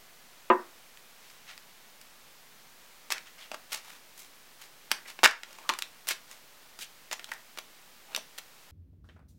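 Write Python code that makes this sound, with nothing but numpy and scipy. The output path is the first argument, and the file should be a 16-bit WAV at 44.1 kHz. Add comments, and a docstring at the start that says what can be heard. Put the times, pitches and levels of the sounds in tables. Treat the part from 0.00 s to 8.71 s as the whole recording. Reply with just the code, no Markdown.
"""Tarot cards shuffled over a table.

The deck is knocked once on a cloth-covered table in a small room, then shuffled from hand to hand.
Packets slide (shaped friction noise), edges snap (cracks and short flutter), bent cards pop (narrow-band noise).
One card springs out with a loud flick, a run of snaps, and lands on the spread; the shuffling goes on.
The table rings in decaying modes, a noise tail makes the room, and faint coloured noise is the hiss."""
import sys
import numpy as np
from scipy import signal
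from scipy.fft import rfft, irfft
from scipy.io import wavfile
from scipy.ndimage import uniform_filter1d, minimum_filter1d

SR = 44100
rng = np.random.default_rng(int(sys.argv[2]) if len(sys.argv) > 2 else 0)


def put_to_file(sound):
    """Save the sound as 16-bit audio at rate SR, in the file named by the first command-line argument."""
    columns = np.atleast_2d(sound).T  # one column per channel
    safe = np.clip(columns, -1, 1)
    whole_steps = np.round(safe * 32767)
    wavfile.write(sys.argv[1], SR, whole_steps.astype(np.int16))


N = 384111

# packets dropping into the deck: (touch time [s], fall [s], touch level [dB], rub level [dB],
# landing level [dB], brightness [dB/octave], body below about 1 kHz [dB])
PACKET_DROPS = [(3.1039, 0.018, -31.5, -28, -24, 2, -4.5), (3.516, 0.028, -33, -42.5, -36, 1.5, 12.5),
                (3.7208, 0.0093, -38.5, -38, -32.5, 5, -2), (4.907, 0.0084, -45, -38, -18.5, 3.5, 8.5),
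                (6.0714, 0.016, -37.5, -28.5, -25, 5.5, 2), (7.113, 0.016, -32.5, -34, -29, 1.5, 3.5),
                (7.3166, .0198, -39, -56, -43.5, 4, -3), (7.5743, 0.012, -38.5, -48, -33.5, 3, 11),
                (8.148, .0146, -29, -57, -26.5, 2, -11), (8.3791, 0.0054, -43, -38, -38, 4, 5)]

EDGES_HZ = np.geomspace(125, 16000, 15)   # half octaves
CENTRES_HZ = np.sqrt(EDGES_HZ[1:] * EDGES_HZ[:-1])
BANK = [signal.butter(2, pair, "band", fs=SR, output="sos") for pair in zip(EDGES_HZ, EDGES_HZ[1:])]
CUTOFF_HZ = 16000

FLICK_S = (5.2327, 5.2596)   # first skip, last skip
FLICK_BODY_DB = (14, -6)     # first skip, last skip


def from_db(db):
    """Decibels to gain."""
    return 10 ** (np.asarray(db) / 20)


def unit(x):
    """Scale to an energy of one."""
    return x / np.sqrt(np.sum(x ** 2, axis=-1, keepdims=True) + 1e-20)


def at_hz(points, hz):
    """Read a spectrum on a log-frequency axis."""
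    points = np.array(points)
    return np.interp(np.log(hz), np.log(points[:, 0]), points[:, 1])


def clock(length_s):
    """Sample times over a stretch of seconds."""
    return np.arange(int(length_s * SR)) / SR


def fade(t, t60_s):
    """Exponential decay by 60 dB in t60_s."""
    return np.exp(-np.log(1000) * t / np.maximum(t60_s, 1e-3))


def add(out, start_s, sound):
    """Mix a sound in at a given time."""
    at = max(int(start_s * SR), 0)
    out[at:at + len(sound)] += sound[:len(out) - at]


def bands(force):
    """Split a force into half octaves of equal energy; alternate signs join neighbours smoothly."""
    return unit(np.array([signal.sosfilt(sos, force) * (-1) ** k for k, sos in enumerate(BANK)]))


def coloured(force, band_db, size=2048):
    """A force heard through a body that answers at once (minimum phase), scaled to unit energy."""
    hz = np.maximum(np.fft.rfftfreq(size, 1 / SR), 1)
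    band_width_db = 10 * np.log10(np.maximum(hz, CENTRES_HZ[0]))
    per_hz_db = at_hz(np.c_[CENTRES_HZ, band_db], hz) - band_width_db
    cepstrum = irfft(np.log(from_db(per_hz_db)))
    causal = np.r_[cepstrum[0], 2 * cepstrum[1:size // 2]]
    answer = irfft(np.exp(rfft(causal, size)))
    sound = signal.fftconvolve(force, answer)[:len(force)]
    # small things radiate hardly any bass
    band_pass = signal.butter(3, [CENTRES_HZ[0], CUTOFF_HZ], "band", fs=SR, output="sos")
    return unit(signal.sosfilt(band_pass, sound))


def background(level_db=-55.5):
    """Steady room air and microphone hiss: coloured noise with nothing below 20 Hz."""
    # hiss spectrum: (frequency [Hz], relative density [dB per Hz])
    hiss_colour = [(25, -12), (42, -15.5), (65, -19), (100, -20), (165, -12), (205, -15.5), (228, -10.5),
                   (270, -15), (600, -12.5), (1000, -12), (2400, -13), (5000, -16), (10000, -21),
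                   (15800, -20)]
    hz = np.maximum(np.fft.rfftfreq(N, 1 / SR), 1)
    gain = from_db(at_hz(hiss_colour, hz)) * (hz > 20)
    noise = irfft(rfft(rng.standard_normal(N)) * gain, N)
    return from_db(level_db) * np.sqrt(N) * unit(noise)


def room(x, first_echo_s=0.0036):
    """Diffuse reflections: a short noise tail with its own level and decay in each band."""
    # tail level: (frequency [Hz], level [dB])
    tail_level = [(150, -7.5), (600, -6), (1600, -7.5), (4000, -7.5), (8000, -10), (14000, -15)]
    # tail decay: (frequency [Hz], t60 [s])
    tail_decay = [(150, 0.21), (1600, 0.24), (4000, 0.22), (8000, 0.2), (14000, 0.2)]
    t = clock(.4)
    build = 1 - np.exp(-(t / first_echo_s) ** 2)
    band_t60_s = at_hz(tail_decay, CENTRES_HZ)[:, None]
    tails = bands(rng.standard_normal(len(t))) * fade(t, band_t60_s) * build
    width_share = np.sqrt(np.diff(EDGES_HZ) / SR)
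    band_gain = from_db(at_hz(tail_level, CENTRES_HZ)) * width_share
    return signal.fftconvolve(x, band_gain @ unit(tails))[:N]


def knocks(crack_db=-1.5, clack_db=20, clack_t60_s=0.088, rattle_db=18, rattle_t60_s=0.36,
           damping_hz=3500, build_cycles=1.6):
    """A dull clack of contact, then table modes (low ones build slower) and a dense wooden rattle."""
    # blows that reach the table top: (time [s], level [dB])
    blows = [(0.5013, -15), (5.697, -43)]
    # table-top modes: (frequency [Hz], relative level [dB], t60 [s])
    modes = [(220, -23, 0.24), (238, -11.5, 0.13), (351, -6.5, 0.24), (370.8, -2, 0.21), (484, -15.5, 0.18),
             (528, -5.5, 0.16), (699, -8, 0.12), (876, -6, 0.18), (962, -6.5, 0.22), (1011, 2, 0.16),
             (1170, -10, 0.18), (1213, -10, 0.13), (1270, -22, 0.12), (1259, 1.5, 0.055),
             (1410, -12, 0.089), (1605, -8, 0.096), (1835, -19, 0.26), (1850, -16.5, 0.2),
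             (2380, -43, 0.18), (2630, -17.5, 0.11), (2810, -15, 0.074)]
    # contact colour: (frequency [Hz], relative level [dB per half octave])
    clack_colour = [(148, -42), (300, -29), (600, -6.5), (1200, -2.5), (1700, -4.5), (2400, -8.5),
                    (3400, -12.5), (4750, -32), (9500, -46)]
    # rattle colour: (frequency [Hz], relative level [dB per half octave])
    rattle_colour = [(100, -24), (148, -27), (210, -4), (300, 1), (600, 0.5), (1200, 10.5), (1700, 7),
                     (2400, -4), (3400, -36), (9500, -81)]
    out, t = np.zeros(N), clock(.4)
    band_t60_s = rattle_t60_s / (1 + (CENTRES_HZ[:, None] / damping_hz) ** 2)   # wood damps treble first
    for s, db in blows:
        ring = np.zeros(len(t))
        for hz, mode_db, t60_s in modes:
            build = 1 - np.exp(-t * hz / build_cycles)
            tone = np.sin(2 * np.pi * (hz * t + rng.random()))
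            ring += from_db(mode_db) * fade(t, t60_s) * build * tone
        contact = unit(rng.standard_normal(len(t)) * fade(t, clack_t60_s))
        contact[0] = from_db(crack_db)
        clack = coloured(contact, at_hz(clack_colour, CENTRES_HZ))
        dying = np.sqrt(np.diff(EDGES_HZ)) @ (bands(rng.standard_normal(len(t))) * fade(t, band_t60_s))
        rattle = coloured(dying, at_hz(rattle_colour, CENTRES_HZ))
        add(out, s, from_db(db) * (ring + from_db(clack_db) * clack + from_db(rattle_db) * rattle))
    return out


def card_colour(brightness_db, body_db):
    """A thin free edge sounds bright; a thick packet adds body."""
    # card colour: (frequency [Hz], relative level [dB per half octave])
    plain_card = [(148, -39.5), (297, -33), (594, -22.5), (1189, -13), (1800, -9), (2400, -6), (3400, -8.5),
                  (4750, -10), (6700, -11.5), (9500, -16.5), (13500, -20)]
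    octaves_up = np.maximum(np.log2(CENTRES_HZ / 2500), 0)
    low_share = 1 / (1 + (CENTRES_HZ / 1100) ** 3)
    return at_hz(plain_card, CENTRES_HZ) + brightness_db * octaves_up + body_db * low_share


def all_slides(rise_share=0.34, packet_rub_after_s=0.019, flick_rub_after_s=0.0085):
    """Free strokes and the rubs of packets and flicked card, which outlast the landing or last skip."""
    # cards sliding over each other: (peak time [s], length [s], level [dB], brightness [dB/octave],
    # body below about 1 kHz [dB])
    free_strokes = [(1.273, 0.45, -57.5, 1.5, -10), (1.496, 0.1, -45, -2.5, -5),
                    (3.135, 0.096, -43.5, -2, 4), (3.268, .05, -49, -2, -9), (3.413, 0.13, -48, 0, -1),
                    (3.738, 0.12, -36, 4, 6), (3.883, 0.22, -48.5, 4, 10), (4.197, 0.14, -47.5, 7.5, 3),
                    (4.62, 0.082, -47, 4.5, 2), (5.084, 0.074, -42, 2.5, 1), (5.527, 0.98, -55.5, 1.5, 13),
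                    (6.107, 0.053, -28, 2, -6.5), (6.31, 0.13, -50, 4, 4), (6.816, .08, -38.5, 4.5, -17),
                    (7.294, 0.24, -51.5, 1.5, 14), (8.134, 0.18, -48.5, 1, 15)]
    strokes = [(peak - rise_share * length, peak, peak + (1 - rise_share) * length, *sound)
               for peak, length, *sound in free_strokes]
    rubs = [(s, s + fall, s + fall + packet_rub_after_s, rub_db, brightness_db, body_db)
            for s, fall, _, rub_db, _, brightness_db, body_db in PACKET_DROPS]
    # start, peak, end [s], level [dB], brightness [dB/octave], body [dB]
    flick = (*FLICK_S, FLICK_S[1] + flick_rub_after_s, -14, -6, FLICK_BODY_DB[1])
    return strokes + rubs + [flick]


def slides(catches_per_s=4000, spread_db=6.0, smooth=0.43, edge_db=17, uneven_db=3.5, grips_per_s=250):
    """Card faces rub with a smooth hiss and catch in tiny slips; the stroke swells unevenly and dies."""
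    out = np.zeros(N)
    grips_s = np.arange(0, N / SR, 1 / grips_per_s)
    grip_db = uneven_db * rng.standard_normal(len(grips_s))
    pressure = from_db(np.interp(np.arange(N) / SR, grips_s, grip_db))
    hiss, size = rng.standard_normal((2, N))
    caught = rng.random(N) < catches_per_s / SR
    slips = caught * from_db(spread_db * np.clip(size, -2, 2)) * rng.choice([-1, 1], N)
    friction = (slips + smooth * hiss) * pressure
    for start, peak, end, db, brightness_db, body_db in all_slides():
        t = start + clock(max(end - start, .01))
        speed = np.interp(t, [start, peak, end], [0, 1, 0])
        loudness = from_db(edge_db * (speed - 1)) - from_db(-edge_db)
        stroke = np.sqrt(speed * loudness.clip(0))
        force = stroke * friction[int(start * SR):][:len(t)]
        rub = coloured(force, card_colour(brightness_db, body_db))
        add(out, start, from_db(db) * np.linalg.norm(stroke) * rub)
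    return out


def all_flexes(pop_cycles=28, t60_per_swell=2.6, ring_db=-56, ring_follows=0.36,
               ring_swell_s=0.024, ring_t60_s=0.28):
    """A bent card pops straight, then the air between the cards rings on at the same pitch."""
    # pops: (peak time [s], swell [s], frequency [Hz], level [dB])
    bent_cards = [(3.105, 0.00094, 1704, -28.5), (3.17, .03, 1627, -44.5), (3.43, 0.031, 3290, -51),
                  (3.546, .025, 691, -46.5), (4.918, 0.0031, 2115, -25), (4.986, 0.0039, 1660, -42),
                  (5.061, .011, 1920, -44), (5.2599, 0.0049, 1519, -3), (5.587, 0.0029, 918, -44.5),
                  (5.657, 0.022, 1108, -49.5), (5.6931, 0.00097, 2760, -18), (5.698, .004, 1056, -19),
                  (6.83, .02, 3100, -42), (7.196, 0.0041, 1875, -40), (7.318, 0.00194, 824, -41),
                  (7.319, .0027, 1855, -29.5), (8.105, .027, 840, -54), (8.149, .001, 3590, -23.5)]
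    # a slowly bent card also dies later
    pops = [(s, swell, pop_cycles / hz + t60_per_swell * swell, hz, db) for s, swell, hz, db in bent_cards]
    # ring_db follows a -30 dB pop; ring_follows is dB of ring per dB of pop
    rings = [(s + ring_swell_s, ring_swell_s, ring_t60_s, hz, ring_db + ring_follows * (db + 30))
             for s, _, hz, db in bent_cards]
    return pops + rings


def flexes(width_share=.15, rough=.7):
    """A bent card has one broad resonance that swells as it is pushed and dies when it is let go."""
    out = np.zeros(N)
    for peak, swell, t60_s, hz, db in all_flexes():
        t = clock(swell + t60_s + .01)
        shape = np.minimum(t / max(swell, 1e-4), 1) * fade(np.maximum(t - swell, 0), t60_s)
        pole = np.exp(-np.pi * width_share * hz / SR)
        noise = rng.standard_normal(len(t)) + 1j * rng.standard_normal(len(t))
        jitter = signal.lfilter([np.sqrt((1 - pole ** 2) / 2)], [1, -pole], noise)
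        wander = jitter / (np.abs(jitter) + 1e-9) ** (1 - rough)   # evens out the amplitude in part
        tone = np.real(wander * np.exp(2j * np.pi * hz * t))
        add(out, peak - swell, from_db(db) * np.sqrt(2) * shape * tone)
    return out


def flick_skips(count=6, level_db=(-16, -6), brightness_db=(1, -5), thump_fade=2.5):
    """Even skips of the edge grow louder and duller as the card comes free; the deck's thump fades fast."""
    along = np.linspace(0, 1, count)
    thump_gone = 1 - np.exp(-thump_fade * along)
    return list(zip(np.interp(along, [0, 1], FLICK_S),
                    np.interp(along, [0, 1], level_db),
                    np.interp(along, [0, 1], brightness_db),
                    np.interp(thump_gone, [0, 1], FLICK_BODY_DB)))


def all_snaps(touch_duller_db=1.5, landing_brighter_db=1.5, t60_s=.016, doubling_db=24):
    """Single snaps, flick skips and two contacts per packet; thick packets flutter longer than edges."""
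    # single edges snapping free: (time [s], level over 4 ms [dB], brightness [dB/octave],
    # body below about 1 kHz [dB])
    single_edges = [(0.973, -49, 1, -12), (1.5777, -44, -0.5, -6), (2.0136, -47.5, 6, 6),
                    (3.181, -37.5, -0.5, -8), (5.1902, -36.5, -4, 10), (5.244, -11, 1.5, -3.5),
                    (5.2751, -18, -1.5, 3), (5.3105, -32, 4, 12), (5.4336, -33.5, -1.5, -3),
                    (5.5293, -48, 4, 0), (5.5864, -46, 2, 9), (5.6915, -22.5, -2, -11),
                    (5.6967, -25.5, -3, -5), (5.7372, -33.5, -2, -15), (5.7883, -31.5, 5, 6),
                    (5.8222, -27, 2, -12), (6.1085, -31, 2, 16), (6.3134, -44, 3, -2),
                    (6.7897, -41, 3.5, 7), (7.195, -41.5, -4, -16), (7.2434, -38, 1.5, -20),
                    (8.176, -37, 10, 34)]
    rows = [*single_edges, *flick_skips()]
    for s, fall, touch_db, _, landing_db, brightness_db, body_db in PACKET_DROPS:
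        rows.append((s, touch_db, brightness_db - touch_duller_db, body_db))
        rows.append((s + fall, landing_db, brightness_db + landing_brighter_db, body_db))
    return [(s, db, brightness_db, body_db, t60_s * 2 ** (body_db / doubling_db))
            for s, db, brightness_db, body_db in rows]


def snaps(crack_db=-5.0, crack_lag_s=.0004):
    """An edge lets go with one sharp crack, and the stiff card flutters for a few milliseconds."""
    out, t = np.zeros(N), clock(.05)
    level_span = np.sqrt(.004 * SR)   # levels are over 4 ms
    for s, db, brightness_db, body_db, t60_s in all_snaps():
        force = unit(rng.standard_normal(len(t)) * fade(t, t60_s))
        force[np.argmax(t > crack_lag_s)] = from_db(crack_db) * rng.choice([-1, 1])
        add(out, s, from_db(db) * level_span * coloured(force, card_colour(brightness_db, body_db)))
    return out


def scene(bass_edge_hz=195):
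    """Cards close to the microphone with their room tail, the table and the hiss."""
    high_pass = signal.butter(4, bass_edge_hz, "high", fs=SR, output="sos")
    cards = signal.sosfilt(high_pass, snaps() + slides() + flexes())
    return (cards + room(cards) + knocks() + background())[None]


def record(dry, limit_db=-2.0, release_db_per_s=36, zero_offset=.001):
    """A limiter ducks just ahead of peaks and recovers slowly; the top is cut, the signal rests off zero."""
    ramp_db = release_db_per_s * np.arange(N) / SR
    over_db = np.maximum(20 * np.log10(np.abs(dry[0]) + 1e-9) - limit_db, 0)
    gain_db = ramp_db - np.maximum.accumulate(over_db + ramp_db)
    gain_db = uniform_filter1d(minimum_filter1d(gain_db, size=32), size=32)
    low_pass = signal.ellip(12, .1, 80, CUTOFF_HZ, fs=SR, output="sos")
    return signal.sosfilt(low_pass, dry * from_db(gain_db)) + zero_offset


dry = scene()
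out = record(dry)
put_to_file(out)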